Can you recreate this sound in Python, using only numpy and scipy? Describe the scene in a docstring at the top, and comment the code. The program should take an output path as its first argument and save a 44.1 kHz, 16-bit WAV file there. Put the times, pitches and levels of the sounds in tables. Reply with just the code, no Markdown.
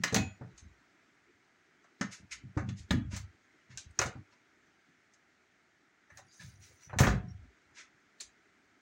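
"""A wooden cabinet door thumps and clacks over a faint hiss; more doors open and shut in a small,
thin-walled kitchen, close to a phone. Blows excite the damped modes of panels and walls, and catches
rattle and ring. Sliding friction makes hands and feet scuff and a hinge squeak before a door slams.
The phone's noise suppressor holds the hiss down and cuts the tails short."""
import sys
import numpy as np
from scipy import signal
from scipy.io import wavfile
from scipy.ndimage import uniform_filter1d

SR = 44100
rng = np.random.default_rng(int(sys.argv[2]) if len(sys.argv) > 2 else 0)


def transcribe(u):
    """Save the signal u as a 16-bit wav file named by the first command-line argument.

    u: samples, shape (n,) or (channels, n), limited to [-1, 1]; the rate is SR.
    q: integer samples, one column per channel.
    """
    v = np.clip(np.atleast_2d(u).T, -1, 1)
    q = np.round(v * 32767).astype(np.int16)
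    wavfile.write(sys.argv[1], SR, q)


N = 388515


def gain_of(db):
    return 10 ** (np.asarray(db) / 20)


def unit_rms(x):
    return x / np.sqrt(np.mean(x ** 2) + 1e-20)


def curve_at(points, hz):
    """Interpolation along a logarithmic frequency axis."""
    f, value = np.transpose(points)
    return np.interp(np.log(hz + 1), np.log(f + 1), value)


def add(mix, start, sound):
    part = mix[round(start * SR):][:len(sound)]
    part += sound[:len(part)]


def roughness(n, depth_db, span):
    """Log-normal amplitude modulation, smoothed over span samples."""
    return gain_of(depth_db * unit_rms(uniform_filter1d(rng.standard_normal(n), span)))


def colour(x, gain_db):
    """Minimum-phase filtering by a function from Hz to dB, scaled to unit power gain."""
    hz = abs(np.fft.fftfreq(2048, 1 / SR))
    log_gain = np.log(gain_of(np.maximum(gain_db(hz), -100)))
    taps = np.fft.ifft(np.exp(np.conj(signal.hilbert(log_gain)))).real[:1024]
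    return signal.oaconvolve(x, taps / np.linalg.norm(taps))[:len(x)]


def modal_ring(modes, centre_hz, octaves, stretch, seconds, bend=1):
    """Superposition of damped modes near centre_hz, peak 1; stretch scales T60, bend > 1 delays the fall."""
    hz, db, t60 = np.transpose(modes)[:, :, None]
    t = np.arange(round(seconds * SR)) / SR
    detune = 1 + 0.028 * rng.uniform(-0.79, 1, hz.shape)
    excitation = gain_of(db) * np.exp(-.5 * (np.log2(hz / centre_hz) / octaves) ** 2)
    decay = np.exp(-np.log(1000) * (t / (t60 * stretch)) ** bend)
    sound = (excitation * decay * np.sin(2 * np.pi * hz * detune * t)).sum(0)
    return sound / abs(sound).max()


# Spectrum of the noise floor once suppressed: f/Hz, relative level/dB
HISS_SPECTRUM = [(25, -32.5), (60, -17), (110, -9.5), (190, -8), (300, -3), (400, -6), (500, -16.5),
                 (650, -10), (1100, -15), (1330, -6), (2150, -7), (2700, -16.5), (4800, -22), (6500, -21),
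                 (8500, -32), (10000, -42.5), (14000, -45.5), (15200, -38.5)]
# Slow drift of the noise floor: t/s, gain/dB
HISS_LEVELS = [(0, 3.5), (1.5, 1), (3.502, 2), (4.5, 1.5), (6, 0), (7.598, 1.5), (8.8, 1.5)]
# Greatest attenuation by the suppressor: f/Hz, depth/dB
SUPPRESSION = [(50, 4.5), (150, 13.5), (300, 10), (1000, 3.5), (3000, 5), (8000, 7.5)]


def hiss():
    """Gaussian noise of room and microphone, faintly patchy, at its level before suppression."""
    frames, hz = N // 256 + 5, np.fft.rfftfreq(1024, 1 / SR)
    real, imag, patches = rng.standard_normal((frames, 513, 3)).T
    patches = unit_rms(uniform_filter1d(uniform_filter1d(patches, 10, 0), 12, 1))
    drift_db = np.interp(np.arange(frames) * 256 / SR, *np.transpose(HISS_LEVELS))
    shape = unit_rms(gain_of(curve_at(HISS_SPECTRUM, hz)))
    floor = gain_of(-68.5 + curve_at(SUPPRESSION, hz)) * shape
    spectra = (real + 1j * imag) * floor[:, None] * gain_of(0.9 * patches + drift_db)
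    return signal.istft(spectra, nperseg=1024, noverlap=768)[1][:N] / np.sqrt(512)


# Low modes of walls and doors: f/Hz, relative level/dB, unscaled T60/s
WOOD_MODES = [(45, 1, .3), (57.85, 6.5, 1), (79.3, 6.5, 0.41), (99.54, 4.5, 0.57), (126.2, 6.5, 0.29),
              (143, -3.5, .3), (174.5, 1, 0.43), (194.2, 4, 0.57), (221.6, 5, 0.25), (247.5, 2.5, 0.35),
              (300, 11.5, 0.4), (358, 10, 0.19), (399, 3, 0.36)]
# Blows on doors, walls and floor, levels before the envelope:
# t/s, boom level/dB, boom f/Hz, knock level/dB, knock f/Hz, free ringing time/s
BLOWS = [(.002, -35, 161, -30, 177, 0.052), (.037, -38.5, 168, -32, 238, .1),
         (.124, -24.5, 125, -21.5, 207, 0.13), (.16, -24.5, 109.5, -14.5, 222, 0.12),
         (.198, -28, 97.5, -23.5, 233, 0.059), (.234, -32, 104, -26.5, 200, .1),
         (0.41, -34, 135, -33.5, 222.5, 0.088), (.452, -46.5, 144, -52, 206, 0.13),
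         (.533, -51.5, 65.6, -55, 215, 0.048), (.621, -43.5, 74.8, -48, 205, .11),
         (2.01, -35.5, 150, -17.5, 219, 0.087), (2.048, -42, 126.7, -52, 221, 0.1),
         (2.2, -50, 90, -43.5, 214, .09), (2.231, -55, 134, -59, 170, 0.07),
         (2.31, -55.5, 57.6, -57, 374, .11), (2.437, -36.5, 125, -38, 216, 0.097),
         (2.567, -17.5, 106, -19, 303, 0.048), (2.622, -30.5, 117, -28, 201, 0.16),
         (2.686, -27.5, 131, -26.5, 212, 0.1), (2.8, -35.5, 83.6, -51, 179, 0.058),
         (2.907, -18, 91.7, -14.5, 204, 0.12), (2.941, -17, 103, -11, 222, 0.077),
         (2.978, -34.5, 88.7, -21, 232, 0.12), (3.051, -27, 102, -33, 173, .08),
         (3.131, -27, 89, -26.5, 212, 0.058), (3.2, -33, 94.4, -55, 180, 0.088),
         (3.256, -49.5, 83.5, -61.5, 178.3, .075), (3.701, -44, 129.3, -68, 176, .1),
         (3.755, -44.5, 94, -59, 194, .055), (3.862, -41, 79.7, -71.5, 172.5, 0.066),
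         (3.99, -30.5, 106, -28, 402, 0.065), (4.011, -32.5, 79, -34.5, 382, .07),
         (4.055, -29, 131, -27.5, 213, 0.058), (4.154, -34.5, 118, -32.5, 230, .08),
         (4.2, -57.5, 128, -45.5, 258, .09), (6.118, -52, 92, -60, 304, 0.084),
         (6.189, -54, 111.3, -52, 164, 0.12), (6.399, -46.5, 160, -63, 170, .1),
         (6.444, -37, 115.5, -68, 172, .075), (6.5, -46, 97.2, -60, 173, .09),
         (6.56, -48.5, 98, -59.5, 173, 0.143), (6.7, -56, 97, -53, 401, .12),
         (6.87, -45, 104, -58, 236, 0.13), (6.932, -31, 110.4, -62.5, 195, 0.15),
         (6.961, -29, 107, -27.5, 199, .11), (7.005, -5, 123, -12, 177, .04),
         (7.04, -23, 113, -15, 223, 0.17), (7.069, -19, 61, -18.5, 173, .085),
         (7.138, -19.5, 133, -26.5, 177, 0.078), (7.24, -34.5, 142, -33.5, 171, .11),
         (7.31, -35, 88.8, -60, 175, .085), (7.388, -42, 73, -63, 171, 0.088),
         (7.441, -53, 75.3, -57.5, 203.9, .09), (7.66, -60, 81.8, -66.5, 380, .1),
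         (8.24, -61.5, 58.2, -75, 298, .07)]


def thumps():
    """Impact excitation: a soft blow drives low modes, a boom of the walls and a higher knock of the door."""
    out = np.zeros(N)
    for start, boom_db, boom_hz, knock_db, knock_hz, free_s in BLOWS:
        stretch = free_s / 0.15
        boom = modal_ring(WOOD_MODES[:7], boom_hz, 0.31, stretch, seconds=.3, bend=1.6)
        knock = modal_ring(WOOD_MODES[5:], knock_hz, 0.217, 0.94 * stretch, seconds=.3, bend=0.89)
        t = np.arange(len(boom)) / SR
        envelope = (1 - np.exp(-t / .0038)) / (1 + (t / free_s) ** 2.7)
        add(out, start, -(gain_of(boom_db) * boom + gain_of(knock_db) * knock) * envelope)
    return out


# Spectra of hard contact, its top octave and the door edge: f/Hz, relative level/dB
TREBLE_SPECTRUM = [(1530, -12.5), (2600, -7.5), (3310, -8.5), (3610, -6), (3920, -5), (5000, -7),
                   (5410, -6.5), (6260, 0), (6660, -2.5), (7050, -5), (10000, -23.5), (13000, -45),
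                   (22000, -120)]
TOP_SPECTRUM = [(7000, -10.5), (9500, -8), (12000, -7.5), (13500, -11), (14800, -3.5), (16000, 2.5)]
EDGE_SPECTRUM = [(210, -28.5), (350, 3), (471, -0.5), (657, -3.5), (1010, -12), (1100, -6.5), (1720, -3.5),
                 (3200, -22), (4160, -49.5), (7040, -120)]
# Modes of the door panel and of metal fittings: f/Hz, relative level/dB, unscaled T60/s
PANEL_MODES = [(504, 4, 0.09), (588, -6.5, 0.04), (692, 0, 0.18), (762, 0.5, 0.32), (783.4, 4.5, 0.11),
               (895, 7.5, 0.11), (991, 5.5, 0.1), (1004, -6, 0.12), (1155, 3, 0.062), (1254, -4, .2),
               (1410, -1.5, 0.16), (1806, 1, 0.11), (1728, -4.5, 0.09), (2092, -10, .12),
               (2083, -6.5, 0.28), (2370, 2.5, 0.038)]
METAL_MODES = [(3395, -6.5, 0.033), (3780, -13.5, 0.081), (4000, 1, 0.059), (4100, 4, 0.12),
               (4935, 1.5, .04), (5373, 0, 0.048), (5970, -0.5, 0.051), (6200, -2, .05),
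               (7290, -9.5, 0.039), (7270, 1.5, .03), (8270, 3.5, .03)]
# Catches, knobs and door edges meeting, levels before filtering:
# t/s, treble level/dB, top level/dB, edge level/dB, rattle T60/s, panel f/Hz, metal f/Hz
CONTACTS = [(0.0364, -24, -35.5, -22.5, .085, 2050, 4690), (.077, -40, -64, -37.5, .11, 2120, 3750),
            (0.1255, -40, -59.5, -34, .13, 490, 6330), (0.1444, -21, -28.5, -25, .09, 1330, 6170),
            (0.162, -23, -48.5, -24, .09, 756, 3560), (0.4123, -74, -98, -44, .13, 695, 3640),
            (0.578, -50, -93, -56.5, .16, 2360, 6650), (1.8419, -62, -101, -53, .11, 1430, 6660),
            (2.0117, -32.5, -78, -26, .08, 1870, 5330), (2.5735, -48, -94.5, -32, .17, 885, 5060),
            (2.6889, -43.5, -86, -43, .1, 2060, 3440), (2.9078, -28, -40, -25, 0.081, 1635, 3344),
            (3.164, -37, -48.5, -42.5, .12, 2160, 7400), (3.7741, -34.5, -85, -52, .13, 1670, 6610),
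            (3.909, -61, -72.5, -73, .04, 1600, 8156), (3.955, -62, -71.5, -74.5, .04, 1620, 6200),
            (3.9906, -28.5, -42.5, -24.5, .12, 1600, 6670), (4.0148, -30.5, -44, -24, .13, 1470, 6020),
            (4.0597, -38.5, -76, -37, .1, 690, 6440), (4.1574, -69.5, -88, -50.5, .11, 680, 3300),
            (5.1367, -57.5, -100, -72, .11, 1690, 6670), (6.1018, -62, -82, -49.5, .11, 1800, 6130),
            (6.173, -46.5, -69, -48.5, .1, 2207, 6560), (6.1894, -55, -76, -46, .1, 795, 6310),
            (6.8949, -63, -80, -43, .14, 1680, 3300), (6.9305, -59, -83, -34.5, .1, 820, 4440),
            (6.987, -22, -32.5, -22.5, .14, 1726, 6340), (7.0022, -33, -27, -21, .12, 727, 6440),
            (7.0337, -35.5, -38, -21, .21, 1820, 6140), (7.0689, -29.5, -53, -20, .17, 730, 3313),
            (8.202, -48, -59, -80, .1, 1610, 4360), (8.2069, -34.5, -63.5, -48.5, .11, 1710, 7420)]


def clacks():
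    """Brief hard contact is broadband: a tick and an uneven rattle, with panel and metal set ringing."""
    treble, top, edge, ringing = np.zeros((4, N))
    t = np.arange(SR // 5) / SR
    tick_share = .42
    tick = 1.1 * np.exp(-t / 0.0019)
    for start, treble_db, top_db, edge_db, t60, panel_hz, metal_hz in CONTACTS:
        noise = rng.standard_normal(len(t))
        rattle = roughness(len(t), 1.4, 90) * (1 - np.exp(-t / 0.001674)) * gain_of(-60 * t / t60)
        burst = noise * (tick_share * tick + (1 - tick_share) * rattle)
        metal_band = signal.butter(1, [metal_hz / 2.35, metal_hz * 1.7], "band", fs=SR)
        panel_band = signal.butter(2, [panel_hz / 2.79, panel_hz * 2.4], "band", fs=SR)
        add(treble, start, gain_of(treble_db) * signal.lfilter(*metal_band, burst))
        add(top, start, gain_of(top_db) * burst)
        add(edge, start, gain_of(edge_db) * signal.lfilter(*panel_band, burst))
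        panel = modal_ring(PANEL_MODES, panel_hz, octaves=.45, stretch=0.54, seconds=.2)
        metal = modal_ring(METAL_MODES, metal_hz, octaves=.1, stretch=0.69, seconds=.08)
        add(ringing, start, gain_of(edge_db + 6) * panel * (1 - np.exp(-t / 0.00095)))
        add(ringing, start, gain_of(treble_db - 0.5) * metal)
    bands = [(treble, TREBLE_SPECTRUM), (top, TOP_SPECTRUM), (edge, EDGE_SPECTRUM)]
    return ringing + sum(colour(x, lambda f: curve_at(spectrum, f)) for x, spectrum in bands)


# In order: cabinet box, catch spring, hollow click, dry crack, knob, roller catch snapping free,
# glass pane of the slammed door, hard tap: t/s, level/dB, rise/s, modes (f/Hz, relative level/dB, T60/s)
RESONATORS = [(.127, -36, .004, [(450, 4.5, .1), (345, -4.5, .15), (560, -8, .08)]),
              (.164, -39.5, .02, [(2527, 1, .26), (3671, 0, .092), (6950, -9, .32)]),
              (2.312, -44.5, .01, [(2500, -2, .07), (2150, 0.5, .07)]),
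              (2.907, -28.5, 0.00038, [(3690, -2.5, .025), (3990, -2, 0.016)]),
              (3.774, -50, .002, [(1557, 1.5, .06)]), (3.9898, -21, .0003, [(6000, 1, .014),
              (5500, -2, .014), (6700, 1.5, .014), (1650, -18.5, .03), (2560, -16.5, .1)]),
              (7.005, -45.5, .01, [(727, -1, .55), (402, 0.5, .45), (1030, -10.5, .55)]),
              (8.201, -43.5, .001, [(4380, 0.5, 0.041), (4140, -2, 0.043)])]


def struck_parts():
    """Free vibration: box, fittings, spring and glass ring at their natural frequencies after a blow."""
    t, out = np.arange(SR // 2) / SR, np.zeros(N)
    for start, level_db, rise, modes in RESONATORS:
        tones = sum(gain_of(level_db + db - 60 * (t / t60) ** 1.71) * np.sin(2 * np.pi * hz * t)
                    for hz, db, t60 in modes)
        add(out, start, tones * (1 - np.exp(-t / rise)))
    return out


# Spectrum of sliding contact: f/Hz, relative level/dB
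FRICTION_SPECTRUM = [(290, -46), (500, -6), (613, 4), (807, -26), (974, -2), (1130, -17), (1260, -4.5),
                     (2160, 0), (3200, -8), (6610, -1), (16000, -48)]
# Hands and soles sliding: t/s, level/dB, rise/s, fall/s, low cutoff f/Hz, tilt/(dB per octave)
STROKES = [(2.108, -47, 0.024, .026, 900, 1), (2.308, -41, 0.02, 0.016, 1440, -0.9),
           (2.76, -56, .036, .026, 2440, -0.6), (3.105, -45, 0.045, 0.016, 540, -1.5),
           (3.691, -57.5, .028, .035, 1206, -5.5), (4.3, -64, 0.038, 0.019, 800, -4),
           (6.30, -66, .04, .05, 3030, 3.5), (6.39, -55.5, 0.026, .055, 606, -.4),
           (6.599, -60, 0.04, .09, 1500, -1), (6.78, -61.5, .05, 0.035, 1013, -2.8),
           (7.744, -50, .054, 0.03, 1350, -4)]


def scuffs():
    """Sliding friction gives gritty noise that swells and fades with each stroke."""
    out, t = np.zeros(N), np.arange(SR // 3) / SR
    for start, db, rise, fall, low_hz, tilt in STROKES:
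        def spectrum_db(f):
            low_cut_db = 10 * np.log10(1 + (low_hz / (f + 1)) ** 6)
            return curve_at(FRICTION_SPECTRUM, f) + tilt * np.log2(f / 3000 + 0.0083) - low_cut_db

        grit = unit_rms(rng.standard_normal(len(t)) * roughness(len(t), 0.88, 120))
        envelope = np.minimum(t / rise, 1) ** 0.8 * np.exp(-np.maximum(t - rise, 0) / fall)
        add(out, start, gain_of(db) * envelope * colour(grit, spectrum_db))
    return out


# Dry rubbing as the door swings: t/s, hiss level/dB, ringing level/dB
HINGE_SWING = [(6.05, -104, -106), (6.152, -81, -73), (6.174, -58, -85), (6.238, -102, -76),
               (6.41, -69, -66.5), (6.478, -66, -68), (6.576, -83, -73), (6.625, -66, -71),
               (6.768, -77, -79.5), (6.848, -75, -79), (6.951, -84.5, -78.5)]
# Modes of the hinge metal: f/Hz, relative level/dB, unscaled T60/s
HINGE_RESONANCES = [(3900, -4, .012), (4800, -3, .015), (5600, -2, .012), (6050, 0, .015), (6500, 0, .012),
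                    (7000, -4, .012), (9300, -6, .012)]


def hinge_rub():
    """Stick-slip friction: fine slips hiss in the top octave, coarser ones ring the metal."""
    times, hiss_db, ringing_db = np.transpose(HINGE_SWING)
    t = np.arange(times[0], times[-1], 1 / SR)
    n, slips_per_s = len(t), 70
    fine_slips = unit_rms(roughness(n, 4.0, 150) * rng.standard_normal(n))
    fine_slips *= gain_of(np.interp(t, times, hiss_db))
    spectrum = [(6000, -33.0), (9000, 4.5), (12000, -15.0), (14500, -5.0), (16000, 4.5)]  # f/Hz, level/dB
    fine_hiss = colour(fine_slips, lambda f: curve_at(spectrum, f))
    ringing = np.zeros(n)
    for hz, db, t60 in HINGE_RESONANCES:
        strength = gain_of(3 * np.minimum(rng.exponential(1, n), 3))
        coarse_slips = strength * (rng.random(n) < slips_per_s / SR)
        response = modal_ring([(hz, db, t60)], hz, octaves=1, stretch=0.91, seconds=0.031)
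        ringing += gain_of(db) * signal.oaconvolve(coarse_slips, response)[:n]
    ringing = unit_rms(ringing) * gain_of(np.interp(t, times, ringing_db))
    out = np.zeros(N)
    add(out, times[0], (fine_hiss + ringing) * signal.windows.tukey(n, .1))
    return out


# Short squeaks of the hinge: t/s, level/dB, duration/s, f/Hz
HINGE_TONES = [(6.10, -63, 0.066, 1786), (6.27, -71, .1, 4800), (6.31, -68.5, .1, 6300),
               (6.385, -65, .07, 3950), (6.39, -55.5, 0.046, 1720), (6.61, -63.5, 0.057, 5810),
               (6.66, -66.5, .08, 434.6), (6.75, -73, 0.086, 5970), (6.815, -60, .075, 5940),
               (7.275, -67.5, .06, 5594)]


def hinge_squeaks(bandwidth_hz=90):
    """Narrow-band friction tones: random modulation broadens each spectral line."""
    out = np.zeros(N)
    pole = np.exp(-np.pi * bandwidth_hz / SR)
    for start, db, duration, hz in HINGE_TONES:
        t = np.arange(round(duration * SR)) / SR
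        complex_noise = [1, 1j] @ rng.standard_normal((2, SR // 5))
        wobble = signal.lfilter([1], [1, -pole], complex_noise)[-len(t):]
        squeak = unit_rms((wobble * np.exp(2j * np.pi * hz * t)).real)
        add(out, start, gain_of(db) * squeak * signal.windows.tukey(len(t), .6))
    return out


# Reverberation time of the kitchen: f/Hz, T60/s
ROOM_T60 = [(400, 0.35), (1000, 0.27), (2500, 0.33), (6000, 0.2), (12000, 0.17)]


def reverberation(x):
    """Convolution with sparse reflections of random sign, each band decaying at its own rate."""
    taps = np.zeros(SR // 2)
    slots = np.arange(150, len(taps) - 20, 20)
    taps[slots + rng.integers(0, 20, len(slots))] = rng.choice([-1., 1.], len(slots))
    hz, t, spectra = signal.stft(taps, SR, nperseg=256)
    decay = gain_of(-60 * t / curve_at(ROOM_T60, hz)[:, None])
    tail = signal.istft(spectra * decay, SR, nperseg=256)[1]
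    return signal.oaconvolve(x, tail / np.linalg.norm(tail))[:N]


def scene():
    """Linear superposition in one channel; only the clacks and the friction sounds reverberate."""
    sharp = clacks() + scuffs() + hinge_rub() + hinge_squeaks()
    return (sharp + gain_of(-7.5) * reverberation(sharp) + thumps() + struck_parts() + hiss())[None]


def record(dry):
    """Spectral subtraction lowers each band near its noise floor, between a bass cut and a band limit."""
    bass_cut = signal.butter(2, 48, "high", fs=SR)
    hz, _, spectra = signal.stft(signal.lfilter(*bass_cut, dry[0]), SR, nperseg=1024, noverlap=768)
    power = uniform_filter1d(abs(spectra) ** 2, size=4, axis=0)
    power = abs(uniform_filter1d(power, size=5, axis=1)) + 1e-20
    floor = np.percentile(power, 30, axis=1, keepdims=True)
    gain = np.sqrt(np.maximum(1 - 2.1 * floor / power, 0))
    least_gain = gain_of(-curve_at(SUPPRESSION, hz))[:, None]
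    clean = signal.istft(spectra * np.maximum(gain, least_gain), nperseg=1024, noverlap=768)[1]
    band_limit = signal.firwin(511, 15900, window=("kaiser", 9), fs=SR)
    return signal.oaconvolve(clean[:N], band_limit, "same")[None]


dry = scene()
out = record(dry)
transcribe(out)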